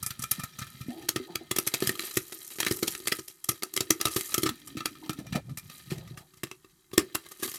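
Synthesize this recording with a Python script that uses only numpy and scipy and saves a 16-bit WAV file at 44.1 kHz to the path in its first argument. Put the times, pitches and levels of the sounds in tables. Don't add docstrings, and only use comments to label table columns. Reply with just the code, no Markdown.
import sys
import numpy as np
from scipy import signal
from scipy.fft import rfft, irfft, next_fast_len
from scipy.io import wavfile
from scipy.ndimage import uniform_filter1d, map_coordinates

SR = 44100
rng = np.random.default_rng(int(sys.argv[2]) if len(sys.argv) > 2 else 0)


def store_wav(level_fs):
    pcm = np.round(np.clip(np.atleast_2d(level_fs), -1, 1) * 32767)
    wavfile.write(sys.argv[1], SR, pcm.T.astype(np.int16))


N = 334278

# (frequency [Hz], density [dB per Hz])
HISS_COLOUR = [(18, -23), (40, 7), (106, -21), (145, -1), (230, -14), (380, 6), (520, -55), (750, -18),
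               (1170, -14), (1430, -16), (1670, -15), (2500, -31), (7000, -14.5), (13300, -18),
               (16000, -45)]
# (frequency [Hz], t60 [s])
KITCHEN_DECAY = [(100, 0.15), (500, 0.12), (1500, 0.16), (4000, 0.084), (12000, 0.076)]
# (time [s], shuffle on the base [dB], hum of the air [dB], rattle in the wall [dB], sizzle [dB])
BED_LEVELS = [(0.0, -52, -70, -55.5, -62), (0.49, -62, -80, -58.5, -62.5), (0.91, -55.5, -50.5, -55, -58),
              (1.52, -62, -61, -58, -67.5), (1.77, -65, -52, -49, -51), (2.53, -73, -68.5, -60.5, -49.5),
              (2.77, -59, -46, -59, -48), (3.04, -61, -61.5, -56.5, -51.5), (3.25, -79, -92, -64, -58),
              (3.5, -78, -77, -68, -66), (3.93, -63, -52.5, -58.5, -59), (4.28, -67, -57, -49.5, -42),
              (4.54, -64, -62.5, -59.5, -63), (5.07, -58, -48.5, -59.5, -63),
              (5.32, -40.5, -58, -64.5, -73), (5.53, -51.5, -72, -74, -73), (5.79, -58, -73, -57, -55),
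              (6.04, -47, -73, -59, -69), (6.23, -63, -81.5, -71.5, -72), (6.93, -76, -89.5, -74.5, -75.5),
              (7.07, -65, -58, -64, -73), (7.58, -78, -78, -57, -47)]
# (frequency [Hz], density [dB per Hz])
SIZZLE_COLOUR = [(2000, -46), (4500, -13.5), (7000, -6.5), (11500, -5), (13700, -3.5), (15000, -29),
                 (16500, -45)]
# (time [s], pitch of the air [Hz], pitch of the lowest wall ring [Hz])
LID_GAP = [(0, 228.5, 1284), (.8, 228.6, 1307), (.9, 254.3, 1290), (.96, 352, 1250), (1.03, 330, 1250),
           (1.15, 351.9, 1252), (4.2, 351.6, 1239), (4.4, 335, 1258), (4.5, 317, 1252), (4.6, 287.9, 1262),
           (5.15, 301, 1276), (5.3, 251.4, 1280), (5.75, 250, 1222), (5.9, 347, 1266), (6.4, 354.7, 1198),
           (7.58, 354.5, 1160)]
# (centre [Hz], width [Hz], level [dB])
BASE_MODES = [(153, 37, -3.5), (74, 81, -11.5)]
# (time [s], pitch [Hz])
BASE_ROCK = [(0, 112), (.65, 115), (.85, 142), (1.1, 118), (4.5, 114.4), (5.3, 157), (6.3, 135),
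             (6.9, 99.85), (7.58, 119.4)]
# (centre [Hz], width [Hz], level [dB])
WALL_MODES = [(1247, 22.5, -5.5), (1840, 82, -0.5), (2078, 18, -9.5), (2753, 123, -5), (3220, 175, -12.5),
              (3935, 224, 0), (4628, 108, -9), (4856, 32, -1), (5850, 48, -9)]
# (centre [Hz], width [Hz], level [dB])
GLASS_MODES = [(1753, 18, -0.5), (2404, 28, 5), (3020, 45, -15), (3620, 17, 0), (5200, 76, -21),
               (5250, 110, -8), (5710, 43, -3)]
# (start [s], length [s], level [dB], first resonance [Hz], last resonance [Hz], width [Hz])
RIM_DRAGS = [(.875, 0.16, -48.5, 556, 835, 90.5), (.89, 0.163, -55.5, 480, 693, 110),
             (1.275, 0.067, -50.5, 807, 800, 250), (1.394, 0.07, -54.5, 740, 685, 250),
             (5.02, 0.064, -54.5, 880, 880, 200), (5.167, 0.11, -54.5, 588, 594, 399.7),
             (5.344, 0.056, -39, 700, 607, 401), (5.479, 0.051, -58.5, 621, 566, 400),
             (5.91, 0.066, -52, 675, 637, 401), (5.97, .1, -55, 670, 645, 397),
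             (6.12, .14, -59, 650, 740, 400)]
# (time [s], level [dB], base over that [dB], air over that [dB], base pitch [Hz], t60 [s])
DULL_KNOCKS = [(0.382, -31.5, 1.5, -1.5, 164, 0.081), (0.745, -44.5, 8, -4, 135, 0.084),
               (0.86, -36, 3, -4, 164, 0.07), (0.884, -18, -2, 0, 235, 0.068),
               (0.954, -39.5, -8, 3, 164, 0.08), (1.199, -30, -3, -0.5, 233, 0.11),
               (1.299, -37.5, -3, 0, 191, 0.13), (1.41, -38, -7, 2, 235, 0.11),
               (1.84, -34, 5, -1, 213, 0.07), (1.906, -31, 8.5, -6, 151.5, 0.034),
               (2.787, -46, 0, -6, 218, 0.062), (3.204, -41.5, -4, -1, 140, 0.07),
               (4.508, -36, 7, -1, 234, 0.07), (4.659, -52, -11, -11, 235, 0.072),
               (4.751, -28.5, 2.5, -0.5, 211, 0.059), (4.913, -39, -6, 1, 232, 0.07),
               (5.035, -41, -12, 2, 161, 0.091), (5.209, -36, 2, -1, 190, 0.074),
               (5.508, -33, 5.5, -3, 132, 0.084), (5.873, -43, 10, -10, 139, 0.07),
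               (5.917, -25.5, 7.5, 2, 148, 0.082), (5.988, -36, 5, -3, 156, 0.054),
               (6.031, -47, 0, -4, 143, 0.053), (6.109, -35, 9, -5.5, 145, 0.05),
               (6.205, -46.5, 8, -6, 140, 0.047), (7.032, -38.5, -12.5, 4, 234, 0.078),
               (7.064, -47, -8, 5, 132, 0.077), (7.451, -34, 1, 3, 234, 0.059)]
# (peak time [s], low puff [dB], high puff [dB],
# wall ring [dB], air in the pot [dB], base [dB], the hit's own note [Hz], rise [s], t60 [s],
# fizz it leaves behind [dB])
HITS = [(0.029, -46, -30, -40, -42, -22, 3650, 0.00091, 0.057, -64),
        (0.0639, -39, -24.5, -43, -43, -27, 6220.0, 0.001, 0.054, -70),
        (0.1066, -35.5, -38.5, -42, -46, -24, 3470, 0.0013, 0.052, -85),
        (0.193, -47, -40, -47, -34, -22.5, 1790.0, 0.00078, 0.065, -70),
        (0.2227, -43, -33.5, -51, -47, -37, 5740, 0.0018, 0.073, -68),
        (0.2386, -35.5, -36.5, -35.5, -43, -27, 3440, 0.00169, 0.033, -71),
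        (0.3165, -29.5, -16, -38.5, -47, -22, 3780, 0.0026, 0.022, -42),
        (0.3986, -41, -44.5, -40, -30.5, -26, 1780, 0.005, 0.085, -68),
        (0.4365, -33.5, -32, -38, -37.5, -22, 1830, 0.00117, 0.037, -62),
        (0.5897, -40, -40, -40.5, -39, -24, 6040.0, 0.0022, 0.086, -70),
        (0.621, -39.5, -56, -41, -40, -19, 1530, 0.0049, 0.084, -76),
        (0.669, -50, -48, -50, -66, -34, 1540, 0.00079, 0.042, -90),
        (0.7026, -63, -48, -61, -56, -53, 4200, 0.00088, 0.021, -90),
        (0.8144, -47, -47.5, -50, -62, -18.5, 4100, 0.0055, 0.049, -63),
        (1.0897, -23.5, -21.5, -41, -31, -33, 4350, 0.0015, 0.027, -67),
        (1.1613, -25.5, -38, -32.5, -17, -20.5, 1840, 0.00088, 0.041, -59),
        (1.3563, -32, -37, -36, -29, -25.5, 3330, 0.002, 0.031, -81),
        (1.514, -22.5, -23.5, -34.5, -20, -23, 3400.0, 0.0016, 0.026, -73),
        (1.564, -24.5, -24, -42, -24, -41, 3330, 0.0015, 0.032, -70),
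        (1.5864, -20, -14.5, -37, -18, -27, 5800, 0.00084, 0.019, -76),
        (1.6762, -26.5, -24.5, -56, -28, -26, 6100, 0.0062, 0.03, -72),
        (1.7394, -24.5, -27, -45, -26, -27, 3830, 0.00046, 0.062, -47),
        (1.804, -42, -40, -57, -41, -40, 2010, 0.00045, 0.11, -70),
        (1.824, -28, -46, -40, -12.5, -20, 1780, 0.0011, 0.033, -33.5),
        (1.8725, -27.5, -22, -42, -34, -17, 3270, 0.00043, 0.03, -70),
        (1.8935, -19, -21, -37, -19.5, -26, 1845, 0.00079, 0.018, -49),
        (1.9543, -38, -47, -43.5, -37, -48, 4100, 0.00094, 0.021, -68),
        (1.995, -26, -34, -37.5, -29.5, -54, 4090, 0.00085, 0.017, -31),
        (2.04, -41, -44, -60, -32.5, -56, 4070, 0.0037, 0.07, -38),
        (2.113, -42, -41, -51, -43, -55, 4080, 0.0053, 0.034, -67),
        (2.138, -48, -38.5, -60, -51, -54, 3980.0, 0.00065, 0.054, -70),
        (2.157, -50, -39, -71, -59, -42, 3950.0, 0.00059, 0.065, -70),
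        (2.172, -22.5, -20.5, -39.5, -14, -16, 1880, 0.0018, 0.024, -73),
        (2.3232, -42.5, -42, -54, -35, -45, 3760, 0.001, 0.053, -43),
        (2.405, -62, -43, -76, -63, -53, 5770, 0.001, 0.025, -75),
        (2.448, -60, -41, -73, -64, -55, 5280, 0.001, 0.025, -75),
        (2.4773, -56, -39.5, -69, -56, -54, 5770, 0.001, 0.033, -75),
        (2.5042, -43, -39, -71, -57, -61, 3900, 0.0007, 0.03, -67),
        (2.5212, -49.5, -51, -70, -43, -59, 3200, 0.0075, 0.14, -43),
        (2.558, -49.5, -48, -52, -44, -50, 2530, 0.001, 0.025, -75),
        (2.586, -37, -52, -48, -30.5, -42, 1870.0, 0.00071, 0.11, -70),
        (2.6027, -24.5, -23.5, -55, -25.5, -40, 3240.0, 0.00059, 0.038, -70),
        (2.6306, -28, -42, -45, -32, -38, 3240, 0.0013, 0.022, -70),
        (2.6489, -34, -29, -59, -46, -47, 3930, 0.00066, 0.022, -70),
        (2.6665, -22.5, -34, -32, -22, -29, 3990, 0.0017, 0.034, -70),
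        (2.6834, -36, -39, -56, -36, -30, 2260.0, 0.007, 0.026, -70),
        (2.7129, -28, -29, -39, -13, -15, 5150.0, 0.00221, 0.034, -70),
        (2.7232, -31, -21, -52, -37, -35, 1840, 0.00066, 0.0088, -66),
        (2.744, -49, -38, -58, -52, -44, 5250, 0.001, 0.025, -75),
        (2.7703, -42, -31.5, -50, -45, -39, 4020.0, 0.00065, 0.015, -73),
        (2.7906, -43.5, -41, -55, -46, -43, 3970, 0.001, 0.022, -75),
        (2.832, -27, -29, -41, -12.5, -24, 4390, 0.0045, 0.035, -45),
        (2.873, -38, -31, -55, -34, -37, 4450, 0.00092, 0.025, -75),
        (2.8803, -24.5, -22, -54, -24, -37, 4330, 0.0013, 0.017, -35),
        (2.926, -52, -47, -65, -53, -48, 5660, 0.001, 0.025, -75),
        (2.951, -33, -37, -47, -35, -49, 1870, 0.0011, 0.02, -63),
        (3.0021, -45.5, -48, -66, -38, -41, 4580.0, 0.00071, 0.034, -82),
        (3.0565, -41, -53, -55, -40, -48, 4540, 0.00055, 0.035, -70),
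        (3.0736, -25, -20.5, -41.5, -27, -38, 4530.0, 0.001, 0.026, -70),
        (3.0827, -33, -37, -45, -29.5, -45, 2600, 0.00086, 0.019, -70),
        (3.1241, -22.5, -31, -35, -20, -29, 1950.0, 0.0033, 0.024, -37),
        (3.196, -38, -39, -51, -27, -35, 5720, 0.0067, 0.024, -72),
        (3.2827, -42, -33.5, -69, -47, -60, 3180.0, 0.002, 0.027, -61),
        (3.3, -50, -44, -65, -53, -52, 5560, 0.00088, 0.021, -75),
        (3.4453, -40.5, -26, -57, -63, -58, 3300, 0.0017, 0.011, -59),
        (3.491, -22.5, -16, -30, -20.5, -16.5, 5590, 0.0016, 0.032, -70),
        (3.517, -41, -37, -47, -31, -33, 2500, 0.0011, 0.016, -46),
        (3.624, -32.5, -46, -46, -31, -46, 2130, 0.00096, 0.026, -70),
        (3.634, -28, -26.5, -39, -29.5, -44, 4490, 0.0012, 0.019, -70),
        (3.7394, -40, -27.5, -57, -37, -50, 4400, 0.0015, 0.015, -69),
        (3.7662, -29.5, -28, -38.5, -27, -43, 5000, 0.0018, 0.02, -69),
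        (3.7754, -26, -33, -42, -25, -32, 3930.0, 0.00084, 0.022, -70),
        (3.8068, -25.5, -28, -42, -20.5, -21, 4530.0, 0.00094, 0.034, -47),
        (3.906, -20.5, -15, -33.5, -10.5, -21, 3270.0, 0.00097, 0.026, -71),
        (4.003, -37, -60, -41, -29.5, -46, 3340, 0.0017, 0.095, -71),
        (4.0133, -22, -24.5, -36, -29, -47, 5780, 0.00093, 0.021, -69),
        (4.0556, -17.5, -19, -27.5, -23, -18, 3820.0, 0.0013, 0.02, -70.5),
        (4.0715, -26, -33, -30, -34, -27, 2680, 0.0019, 0.014, -70),
        (4.0806, -39, -35, -42, -28.5, -40, 1680.0, 0.00077, 0.031, -70),
        (4.116, -46, -39, -48, -50, -41, 4040, 0.00767, 0.05, -32),
        (4.1648, -27, -23, -33, -17, -17, 4580, 0.0026, 0.044, -30.5),
        (4.2103, -34.5, -33, -54, -35, -40, 5800, 0.001, 0.033, -62),
        (4.291, -57, -51, -46, -58, -50, 6400.0, 0.0028, 0.083, -70),
        (4.3204, -40.5, -48, -49, -48, -51, 2500, 0.00083, 0.13, -70),
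        (4.343, -23, -19.5, -27.5, -27, -40, 3300, 0.00062, 0.036, -70),
        (4.3804, -25, -22, -30, -17, -19, 3200, 0.00097, 0.033, -55),
        (4.422, -42.5, -37, -56, -47, -42, 3320, 0.001, 0.027, -75),
        (4.434, -26, -26, -36.5, -16.5, -21, 4170, 0.0016, 0.028, -70),
        (4.4662, -24.5, -34.5, -28.5, -18, -17, 5310, 0.0054, 0.043, -70),
        (4.4938, -28.5, -33.5, -54, -29, -23, 3430, 0.0025, 0.02, -57),
        (4.675, -45, -37.5, -50.5, -59, -54, 5750, 0.0013, 0.036, -59),
        (4.77, -35.5, -47, -40.5, -25, -22, 2650, 0.00035, 0.092, -70),
        (4.8081, -34.5, -64, -36, -34, -30, 2670, 0.0035, 0.016, -66),
        (4.8579, -27, -26.5, -34.5, -28.5, -53, 3290, 0.0014, 0.03, -56),
        (4.954, -51, -64, -51.5, -49, -50, 2460, 0.0011, 0.028, -82),
        (5.061, -47, -58, -56, -36, -48, 3140.0, 0.00055, 0.041, -77),
        (5.095, -31, -42.5, -36.5, -20.5, -16, 3100, 0.00078, 0.061, -72),
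        (5.132, -48, -47, -45, -46, -40, 2590.0, 0.0014, 0.044, -84),
        (5.1885, -47, -49.5, -52, -27, -21.5, 6270, 0.0016, 0.083, -78),
        (5.267, -45, -52, -60, -49, -31, 6060.0, 0.00091, 0.029, -62),
        (5.3254, -37, -51, -42.5, -31, -12, 2770.0, 0.00091, 0.11, -70),
        (5.359, -32, -43.5, -40.5, -18, -9, 2320, 0.0044, 0.059, -78),
        (5.4955, -53, -55.5, -55, -42, -32, 1910.0, 0.0016, 0.09, -87),
        (5.5736, -39, -34, -51, -59, -26.5, 1770, 0.00092, 0.068, -56),
        (5.6987, -44.5, -52, -53, -52, -36, 2570, 0.00234, 0.059, -48.5),
        (5.9076, -37, -46.5, -53, -44, -27, 4080, 0.0043, 0.15, -74),
        (5.9817, -54, -52, -67, -42, -36, 2380, 0.00221, 0.041, -82),
        (6.078, -51.5, -58, -55, -62, -31, 1980, 0.0046, 0.06, -67),
        (6.175, -42, -51, -45.5, -52, -28.5, 1660, 0.0014, 0.093, -57),
        (6.3388, -56.5, -61, -59, -63, -45, 2690.0, 0.0019, 0.039, -70),
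        (6.375, -58, -52, -67, -65, -41, 5420.0, 0.0046, 0.038, -70),
        (6.4343, -29, -32.5, -41.5, -22.5, -23.5, 2730, 0.00058, 0.029, -54.5),
        (6.4705, -50, -58, -57, -47, -43, 1800, 0.00091, 0.023, -75),
        (6.5138, -36.5, -48, -47, -33, -45, 2650, 0.00029, 0.029, -68.5),
        (6.6473, -51, -63, -55.5, -42, -51, 2670.0, 0.0017, 0.023, -82),
        (6.916, -54, -64, -72.5, -50.5, -41, 2700.0, 0.0013, 0.031, -70),
        (6.9364, -39, -40.5, -43, -25.5, -29, 3500, 0.0028, 0.027, -47.5),
        (6.9804, -15.5, -17, -38, -4, -16, 1824, 0.0019, 0.023, -70),
        (6.995, -32, -38, -36, -42, -29, 2830.0, 0.0042, 0.019, -69),
        (7.1544, -26, -26, -42, -24.5, -28, 2760, 0.005, 0.021, -51),
        (7.2647, -48.5, -55, -54, -50, -51, 1630, 0.0063, 0.036, -66),
        (7.2887, -62, -46, -71, -62, -57, 3060, 0.001, 0.025, -75),
        (7.3197, -43.5, -41, -50.5, -43, -55, 6440, 0.0044, 0.037, -80),
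        (7.4002, -51, -48.5, -57, -39, -55, 6330.0, 0.0036, 0.22, -70),
        (7.434, -31.5, -28.5, -38.5, -22.5, -39, 1660, 0.0065, 0.048, -26.5),
        (7.479, -39.5, -45, -45, -39, -37, 3600, 0.00073, 0.018, -75),
        (7.4885, -48, -49, -59, -46, -46, 6340, 0.00065, 0.037, -64),
        (7.517, -44, -44, -60, -43, -43, 1700, 0.001, 0.028, -75),
        (7.5416, -42, -36.5, -47, -42, -57, 5150, 0.0012, 0.09, -70),
        (7.5574, -52, -44, -55, -45, -47, 6370, 0.0011, 0.022, -75)]
# (frequency [Hz], density [dB per Hz])
BODY_COLOUR = [(300, -4), (600, -2), (1500, -2.5), (2500, 4.5), (5500, -5), (7500, -7.5), (12000, -16)]
# (frequency [Hz], density [dB per Hz])
TOP_COLOUR = [(3000, -48), (5000, -7), (7000, -6.5), (11000, -4.5), (13500, -4.5), (15000, -23),
              (16500, -71)]

HISS_DB, KITCHEN_DB = -67, -15.5
DRAG_ATTACK, DRAG_FADE_DB = 0.16, 9
DRAG_GLIDE = 4.05
FIZZ_RISE_S, FIZZ_T60_S = 0.028, 0.2
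SPIT_DB = -2
AIR_T60_S, BASE_T60_S = 0.043, 0.034
BASE_SCATTER = 0.072
TOP_HZ = 16645


def amp(db):
    return 10 ** (np.asarray(db) / 20)


def unit(x):
    return x / np.sqrt(np.mean(x ** 2) + 1e-20)


def along(points, hz):
    f, v = np.transpose(points)
    return np.interp(np.log(hz + 1), np.log(f + 1), v)


def curves(rows):
    s, *columns = np.transpose(rows)
    return [np.interp(np.arange(N) / SR, s, column) for column in columns]


def wobble(rate):
    knots = rng.standard_normal(int(N * rate / SR) + 4)
    return map_coordinates(knots, [np.arange(N) * rate / SR])


def filtered(x, response):
    m = next_fast_len(len(x) + 8192)
    return irfft(rfft(x, m) * response(np.fft.rfftfreq(m, 1 / SR)), m)[:len(x)]


def modes(table):
    def response(f):
        return sum((-1) ** k * amp(db) * 1j * f * width / (hz * hz - f * f + 1j * f * width)
                   for k, (hz, width, db) in enumerate(table))
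    return response


def spectrum(points):
    return lambda f: amp(along(points, f))


def noise(response, lumps_db=0, rate=100):
    return unit(filtered(rng.standard_normal(N) * amp(lumps_db * wobble(rate)), response))


def narrow(hz, width_hz):
    pole = np.exp(-np.pi * width_hz / SR)
    white = rng.standard_normal(N) + 1j * rng.standard_normal(N)
    slow = signal.lfilter([1], np.convolve([1, -pole], [1, -pole]), white)
    return unit((slow * np.exp(2j * np.pi * np.cumsum(hz) / SR)).real)


def spits(rate, spread_db, life):
    sizes = amp(spread_db * np.minimum(rng.exponential(size=N), 3))
    starts = (rng.random(N) < rate / SR) * sizes
    envelope = signal.lfilter([1], [1, -np.exp(-1 / (life * SR))], starts)
    return unit(envelope * rng.standard_normal(N))


def patchy(x, depth_db, bins, frames):
    z = signal.stft(x, nperseg=256)[2]
    field = uniform_filter1d(rng.standard_normal(z.shape), bins, 0)
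    field = uniform_filter1d(field, frames, 1)
    return signal.istft(z * amp(depth_db * unit(field)), nperseg=256)[1][:N]


def shut():
    air_hz, _ = curves(LID_GAP)
    return np.clip((335 - air_hz) / 60, 0, 1)


def hiss():
    return amp(HISS_DB) * noise(spectrum(HISS_COLOUR))


def kitchen(x):
    hz, t, z = signal.stft(rng.standard_normal(SR // 2), SR, nperseg=256)
    decay = amp(-60 * t / along(KITCHEN_DECAY, hz)[:, None])
    tail = signal.istft(z * decay, SR, nperseg=256)[1]
    late = np.pad(x, (400, 0))
    return signal.fftconvolve(late, tail / np.linalg.norm(tail))[:N]


def flare():
    kicks, t = np.zeros(N), np.arange(SR) / SR
    for row in HITS:
        kicks[round(row[0] * SR)] = amp(row[-1])
    swell = (1 - np.exp(-t / FIZZ_RISE_S)) * amp(-60 * t / FIZZ_T60_S)
    return signal.fftconvolve(kicks, swell)[:N]


def sizzle():
    fizz = .6 * rng.standard_normal(N) + spits(650, spread_db=3.5, life=.0006)
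    fizz += amp(SPIT_DB) * spits(70, spread_db=2, life=.0018)
    return unit(filtered(patchy(fizz, depth_db=2.1, bins=5, frames=8), spectrum(SIZZLE_COLOUR)))


def rattle():
    _, wall_hz = curves(LID_GAP)
    wall = modes(WALL_MODES)
    taps = .6 * rng.standard_normal(N) + spits(300, spread_db=3.5, life=.002)
    taps = patchy(taps, depth_db=0.8, bins=4, frames=10)
    steel = unit(filtered(taps, lambda f: amp(along(BODY_COLOUR, f)) * (0.22 + wall(f)) * (0.44 + wall(f))))
    glass = .4 * shut() * noise(modes(GLASS_MODES), lumps_db=4.5, rate=60)
    return steel + 0.21 * narrow(wall_hz, width_hz=49) + glass


def bed():
    base_db, air_db, wall_db, sizzle_db = curves(BED_LEVELS)
    air_hz, _ = curves(LID_GAP)
    stir = amp(1.05 * wobble(39)) * (1 + flare() / amp(sizzle_db))
    grains = stir * (amp(sizzle_db) * sizzle() + amp(wall_db) * rattle())
    shuffle = amp(base_db) * noise(modes(BASE_MODES), lumps_db=4.0, rate=17)
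    hum_db = air_db + 1.6 * wobble(30) + 3.05 * wobble(7.6)
    return grains + shuffle + amp(hum_db) * narrow(air_hz, width_hz=85)


def lid():
    out, t = np.zeros(N), np.arange(N) / SR
    for s, length, db, first_hz, last_hz, width_hz in RIM_DRAGS:
        u = (t - s) / length
        fade = amp(-DRAG_FADE_DB * np.clip(u, 0, 2))
        stop = np.clip((1.2 - u) / 0.21, 0, 1)
        shape = np.clip(u / DRAG_ATTACK, 0, 1) * fade * stop
        slips_db = 3 * wobble(60)
        hz = last_hz + (first_hz - last_hz) * np.exp(-DRAG_GLIDE * np.clip(u, 0, 2))
        out += shape * amp(db + slips_db) * narrow(hz, width_hz=width_hz)
    return out


def thumps():
    t = np.arange(SR // 6) / SR
    out, tail = np.zeros((2, N + len(t)))
    air_hz, _ = curves(LID_GAP)
    rock_hz, = curves(BASE_ROCK)
    jolts = [(s - 1.145 * rise, base_db, air_db, rock_hz[round(s * SR)], BASE_T60_S, AIR_T60_S)
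             for s, _, _, _, air_db, base_db, _, rise, _, _ in HITS]
    jolts += [(s, db + base_db, db + air_db, hz, t60, t60) for s, db, base_db, air_db, hz, t60 in DULL_KNOCKS]
    scatter = rng.standard_normal((len(jolts), 2))
    for (s, base_db, air_db, base_hz, base_t60, air_t60), (air_off, base_off) in zip(jolts, scatter):
        i = round(s * SR)
        at = slice(i, i + len(t))
        phase = 2 * np.pi * air_hz[i] * (1 + 0.023 * air_off) * t
        start = amp(air_db) * (1 - np.exp(-t / 0.0017))
        swing = amp(-60 * t / air_t60) * np.sin(phase)
        swing += 0.47 * amp(-60 * t / 0.026) * np.sin(0.74 * phase)
        out[at] += start * swing
        tail[at] += start * 0.045 * amp(-60 * t / 0.16)
        rock = np.sin(2 * np.pi * base_hz * (1 + BASE_SCATTER * base_off) * t)
        out[at] -= amp(base_db - 60 * t / base_t60) * (1 - np.exp(-t / 0.0042)) * rock
    return out[:N] + tail[:N] * amp(6.7 * wobble(45)) * narrow(air_hz, width_hz=140)


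def puff_noise():
    wall = modes(WALL_MODES)
    spray = .8 * rng.standard_normal(N) + spits(750, spread_db=3, life=.00035)
    body = filtered(spray, lambda f: amp(along(BODY_COLOUR, f)) * (0.3 + wall(f)))
    top = filtered(spray, spectrum(TOP_COLOUR))
    body = patchy(body, depth_db=3, bins=3, frames=4)
    top = patchy(top, depth_db=3, bins=4, frames=3)
    return unit(body), unit(top)


def hits():
    lead = SR // 50
    t = (np.arange(SR // 7) - lead) / SR
    after = np.maximum(t, 0)
    low, high, ring = np.zeros((3, N + len(t)))
    _, wall_hz = curves(LID_GAP)
    seated = shut()
    for row, chance in zip(HITS, rng.standard_normal((len(HITS), 7))):
        s, low_db, high_db, ring_db, _, _, note_hz, rise, t60, _ = row
        note_phase, pair_off, pair_phase, *mode_off, mode_pitch_off = chance
        i = round(s * SR)
        at = slice(i, i + len(t))
        onset = np.clip((t + 1.25 * rise + 0.0027) / 0.00033, 0, 1)
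        swell = np.exp(1.16 * np.minimum(t, 0) / rise) * onset
        puff = swell * (amp(-60 * after / t60) + 0.048 * amp(-60 * after / 0.21))
        crack = 0.2 * np.exp(-np.abs(t) / 0.000053) + 0.2 * np.exp(-np.abs(t + 1.4 * rise) / 0.000067)
        low[at] += amp(low_db) * (puff + crack)
        high[at] += amp(high_db) * (puff + crack)
        note = np.sin(2 * np.pi * note_hz * t + note_phase)
        ring[at] += amp(low_db - 4 - 60 * after / 0.035) * swell * note
        pair = sum(np.sin(2 * np.pi * wall_hz[i] * (1 + 0.034 * side + 0.013 * pair_off) * t
                          + side * pair_phase) for side in (-1, 1))
        ring[at] += amp(ring_db - 60 * after / (0.058 + 0.034 * seated[i])) * swell * pair
        for (hz, width_hz, level_db), level_off in zip(WALL_MODES[1:4], mode_off):
            gain = amp(low_db + level_db - 16.0 + 2 * level_off)
            tone = np.sin(2 * np.pi * hz * (1 + 0.0047 * mode_pitch_off) * t)
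            ring[at] += gain * swell * np.exp(-np.pi * width_hz * after) * tone
    body, top = puff_noise()
    heard = slice(lead, lead + N)
    puffs = low[heard] * body
    glass = amp(7) * filtered(seated * puffs, modes(GLASS_MODES))
    return puffs + glass + high[heard] * top + ring[heard]


def scene():
    pot = thumps() + hits()
    room = amp(KITCHEN_DB) * kitchen(pot)
    return (hiss() + room + bed() + lid() + pot)[None]


def record(dry):
    x = filtered(dry[0], lambda hz: (1j * hz / (33 + 1j * hz)) ** 3)
    x = x / (1 + np.abs(x / .58) ** 4) ** (1 / 4)
    return filtered(x, lambda hz: hz < TOP_HZ)[None]


dry = scene()
out = record(dry)
store_wav(out)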